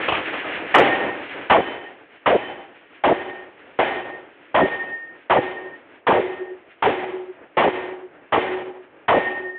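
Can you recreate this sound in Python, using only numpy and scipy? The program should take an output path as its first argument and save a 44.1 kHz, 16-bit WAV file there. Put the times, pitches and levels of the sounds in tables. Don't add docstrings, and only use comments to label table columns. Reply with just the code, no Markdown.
import sys
import numpy as np
from scipy import signal
from scipy.fft import rfft, irfft, next_fast_len
from scipy.io import wavfile

SR = 44100
rng = np.random.default_rng(int(sys.argv[2]) if len(sys.argv) > 2 else 0)


def store_wav(level_fs):
    pcm = np.round(np.clip(np.atleast_2d(level_fs), -1, 1) * 32767)
    wavfile.write(sys.argv[1], SR, pcm.T.astype(np.int16))


N = 422478
TIME = np.arange(N) / SR
TOP_HZ = 4500

# time_s, level_db
RUSH_LEVELS = [(0, -29.3), (0.7, -31.8), (1.45, -38), (1.95, -50.3), (9.58, -51.5)]
# start_s, level_db
CLANKS = [(0.08, -16.5), (0.119, -18), (0.167, -28), (0.329, -23.5), (0.445, -29)]
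# start_s, contact_s, tail_db, hum_db, ping_db
BLOWS = [(0.74, 0.08, 9.5, -38.5, -40), (1.497, 0.112, -0.3, -47, -41), (2.258, 0.11, -1.8, -48.5, -45.5),
         (3.036, 0.095, -1.4, -37.5, -38.5), (3.787, 0.05, 0.7, -37, -39.5),
         (4.542, 0.12, -0.3, -42, -28.7), (5.296, 0.104, -0.8, -34, -37.2), (6.066, 0.14, -0.7, -27, -39),
         (6.822, 0.085, 0.7, -27.5, -49), (7.568, 0.124, 1.0, -27, -42), (8.321, 0.066, 1.2, -27.5, -45),
         (9.08, 0.11, 0.9, -30.3, -32)]
# before_db, after_db, midpoint_s, width_s
CRUNCH_STEP = (-10.2, -12.4, 2.0, 0.1)
CRACK_STEP = (-12.7, -19.8, 1.9, 0.28)
CHIME_STEP = (-44.5, -57.5, 2.9, 0.2)
# pitch_hz, level_db, fade_s, twin_offset_hz, twin_db
STEEL_TONES = [(368.5, 5.5, 1.94, 5.1, -6.5), (377, -6.5, 3.1, -19, 2), (443, -6.5, 1.4, 40, 0),
               (549, -5.5, 2.1, 8, -3), (787, 3.5, 1.65, 8, 4.5), (797, -2.5, 1.6, -24, 3.5),
               (818, -3.5, 2.4, 44.5, 1.5), (1840, 8.7, 2.3, 10.5, -4), (1900, -15, 1.0, 31, 3),
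               (2588, -6.5, 3.6, 12, 1), (3055, 7.5, 1.7, 9, -2.5), (3060, 3.5, 1.5, -37.5, 1.5)]
# hum_hz, middle_hz, ping_hz, chime_hz
RING_RANGES = [367, 775, 1837, 3057]
# pitch_hz, level_db
MACHINERY_COLOUR = [(30, -19), (100, -13), (220, -10), (295, 3), (340, 1), (550, -1), (1100, -7.5),
                    (1700, -1.5), (2600, -5), (3200, -9.5), (4000, -13.5)]
CLANK_COLOUR = [(60, -13), (250, -8.5), (420, -3), (850, 0.5), (1300, 1), (1700, -24.5), (2500, -3.5),
                (3200, -6.5), (4000, -16)]
THUD_COLOUR = [(25, -37), (55, -22), (90, -18), (140, -13), (240, 0.5), (380, 3), (600, 4), (1200, -28)]
CRACK_COLOUR = [(300, -15), (700, 0), (1100, 1), (1450, -1.5), (1900, 1), (2500, -6.5), (3200, -6),
                (4000, -14)]
ECHO_COLOUR = [(30, -20), (100, -11.5), (200, -9.5), (360, 4), (600, 1.5), (850, 1.5), (1300, -6),
               (2000, -1), (2600, -6.5), (3200, -7.5), (4000, -12.5)]


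def from_db(db):
    return 10 ** (np.asarray(db) / 20)


def unit_level(x):
    return x / np.sqrt(np.mean(x ** 2) + 1e-20)


def keep_side(x, hz, side, order=2):
    return signal.sosfilt(signal.butter(order, hz, side, fs=SR, output="sos"), x)


def noise(colour, ripple_db=0.0, spacing_hz=14):
    hz, db = np.transpose(colour)
    size = next_fast_len(N)
    pitches = np.maximum(np.fft.rfftfreq(size, 1 / SR), 1)
    ripple = ripple_db * np.interp(pitches / spacing_hz, np.arange(1000), rng.standard_normal(1000))
    gain = from_db(np.interp(np.log(pitches), np.log(hz), db) + ripple)
    gain *= (pitches > 20) & (pitches < TOP_HZ)
    return unit_level(irfft(rfft(rng.standard_normal(size)) * gain)[:N])


def drift(rate_hz):
    points = rng.standard_normal(int(N / SR * rate_hz) + 2)
    return unit_level(np.interp(TIME * rate_hz, np.arange(len(points)), points))


def add(track, start_s, sound):
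    at = int(start_s * SR)
    track[at:at + len(sound)] += sound[:N - at]


def decay(age, rise_s, fade_s):
    return (1 - np.exp(-age / rise_s)) * from_db(-60 * age / fade_s)


def fall_away(age, after_s, over_s):
    return 1 / (1 + np.exp((age - after_s) / over_s))


def step_level(step, time_s):
    before_db, after_db, midpoint_s, width_s = step
    return after_db + (before_db - after_db) * fall_away(time_s, midpoint_s, width_s)


def limit(x, ceiling):
    swing = np.abs(signal.hilbert(x))
    return x / (1 + (swing / ceiling) ** 6) ** (1 / 6)


def sliding_filter(x, pitch_hz, width_hz, block=64):
    r = np.exp(-np.pi * width_hz / SR)
    out, state = np.zeros(len(x)), np.zeros(2)
    for i in range(0, len(x), block):
        angle = 2 * np.pi * pitch_hz[i] / SR
        feedback = [1, -2 * r * np.cos(angle), r * r]
        out[i:i + block], state = signal.lfilter([np.sin(angle)], feedback, x[i:i + block], zi=state)
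    return unit_level(out)


def machinery(split_hz=1200, flutter_db=2.63, dip_db=-2, dip_s=0.07):
    dips = sum(np.exp(-np.abs(start - TIME) / dip_s) for start, *_ in BLOWS)
    bass_db = np.interp(TIME, *np.transpose(RUSH_LEVELS)) + dip_db * dips
    treble_db = bass_db + 1 - TIME
    out = np.zeros(N)
    for side, level_db in (("low", bass_db), ("high", treble_db)):
        loudness = from_db(level_db + flutter_db * drift(25))
        out += loudness * unit_level(keep_side(noise(MACHINERY_COLOUR), split_hz, side))
    return out


def clanks():
    loudness = np.zeros(N)
    for start, level_db in CLANKS:
        add(loudness, start, from_db(level_db) * decay(TIME[:SR // 2], rise_s=0.0024, fade_s=0.21))
    return loudness * noise(CLANK_COLOUR) * from_db(1.6 * drift(200))


def crunch(start_hz=900, end_hz=440, width_hz=520, usual_contact_s=0.1):
    out, thud = np.zeros(N), noise(THUD_COLOUR)
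    grit = noise(CRACK_COLOUR) * from_db(1.8 * drift(350))
    wander, lumps = np.exp(0.19 * drift(130)), np.minimum(drift(220), 0.5)
    age = TIME[:SR // 4]
    for start, contact_s, *_ in BLOWS:
        crunch_db, crack_db = step_level(CRUNCH_STEP, start), step_level(CRACK_STEP, start)
        here = int(start * SR) + np.arange(len(age))
        progress = np.minimum(age / contact_s, 1)
        pitch_hz = (start_hz + (end_hz - start_hz) * progress ** 1.57) * wander[here]
        pitch_hz *= (usual_contact_s / contact_s) ** 0.22
        judder = sliding_filter(rng.standard_normal(len(age)), pitch_hz, width_hz)
        judder = sliding_filter(judder, pitch_hz, width_hz)
        body = unit_level(keep_side(judder, 350, "high"))
        body += from_db(-21.5 + 9 * progress) * thud[here]
        pressing = (1 - np.exp(-(age / 0.0023) ** 2)) * fall_away(age, contact_s, 0.0015)
        breakup_db = 3 * (0.5 + progress) * lumps[here]
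        body = unit_level(limit(body, 1)) * pressing * from_db(crunch_db - 3.42 + breakup_db)
        crack = grit[here] * from_db(crack_db + 3) * decay(age, rise_s=0.003, fade_s=0.32)
        crack *= fall_away(age, 0.93 * contact_s, 0.023)
        add(out, start, limit(body + crack, from_db(crunch_db + 7)))
    return out


def ring_strength(hz, start, tail_db, hum_db, ping_db):
    levels_db = [hum_db, -39 + tail_db, ping_db + tail_db, step_level(CHIME_STEP, start)]
    holds_s = [0.425 + 0.007 * (hum_db + 40), 0.425, 0.42 + 0.018 * (ping_db + 40), 0.38]
    return np.interp(np.log(hz), np.log(RING_RANGES), levels_db), np.interp(hz, RING_RANGES, holds_s)


def steel_ring(shimmer_db=3.16, swell_db=0.7, twin_fade_s=3.3):
    out, age = np.zeros(N), TIME[:SR]
    for hz, tone_db, fade_s, offset_hz, twin_db in STEEL_TONES:
        tone = np.zeros(N)
        for start, _, tail_db, hum_db, ping_db in BLOWS:
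            level_db, hold_s = ring_strength(hz, start, tail_db, hum_db, ping_db)
            twin_hz = hz + offset_hz * (1 + 0.044 * rng.standard_normal())
            twin = from_db(twin_db - 60 * age / twin_fade_s) * np.sin(2 * np.pi * twin_hz * age)
            pair = np.sin(2 * np.pi * hz * age) + twin
            loudness = decay(age, 0.055, fade_s) * fall_away(age, hold_s, 0.02)
            add(tone, start, from_db(level_db + tone_db) * pair * loudness)
        out += tone * from_db(shimmer_db * drift(50) + swell_db * drift(12))
    return out


def room_echo(split_hz=1100):
    bass, treble, age = np.zeros(N), np.zeros(N), TIME[:SR]
    bass_tail = decay(age, rise_s=0.03, fade_s=1.42) * fall_away(age, 0.46, 0.06)
    treble_tail = decay(age, rise_s=0.03, fade_s=1.1) * fall_away(age, 0.39, 0.095)
    for start, _, tail_db, *_ in BLOWS:
        add(bass, start, from_db(tail_db - 20.7) * bass_tail)
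        add(treble, start, from_db(tail_db - 21.2) * treble_tail)
    dull = keep_side(noise(ECHO_COLOUR, ripple_db=1.5), split_hz, "low")
    bright = keep_side(noise(ECHO_COLOUR, ripple_db=3.0), split_hz, "high")
    return (bass * dull + treble * bright) * from_db(1.3 * drift(50))


def scene():
    hammer = crunch() + steel_ring() + room_echo()
    return (hammer + machinery() + clanks())[None, :]


def record(dry, bass_cut_hz=64, treble_cut_hz=3300, ceiling=0.714):
    narrow = keep_side(dry, bass_cut_hz, "high")
    narrow = keep_side(narrow, treble_cut_hz, "low", order=10)
    narrow = keep_side(narrow, TOP_HZ, "low", order=14)
    clipped = np.clip(narrow, -ceiling, ceiling)
    steep_cut = signal.ellip(10, 0.1, 90, 16000, fs=SR, output="sos")
    return signal.sosfilt(steep_cut, clipped)


dry = scene()
out = record(dry)
store_wav(out)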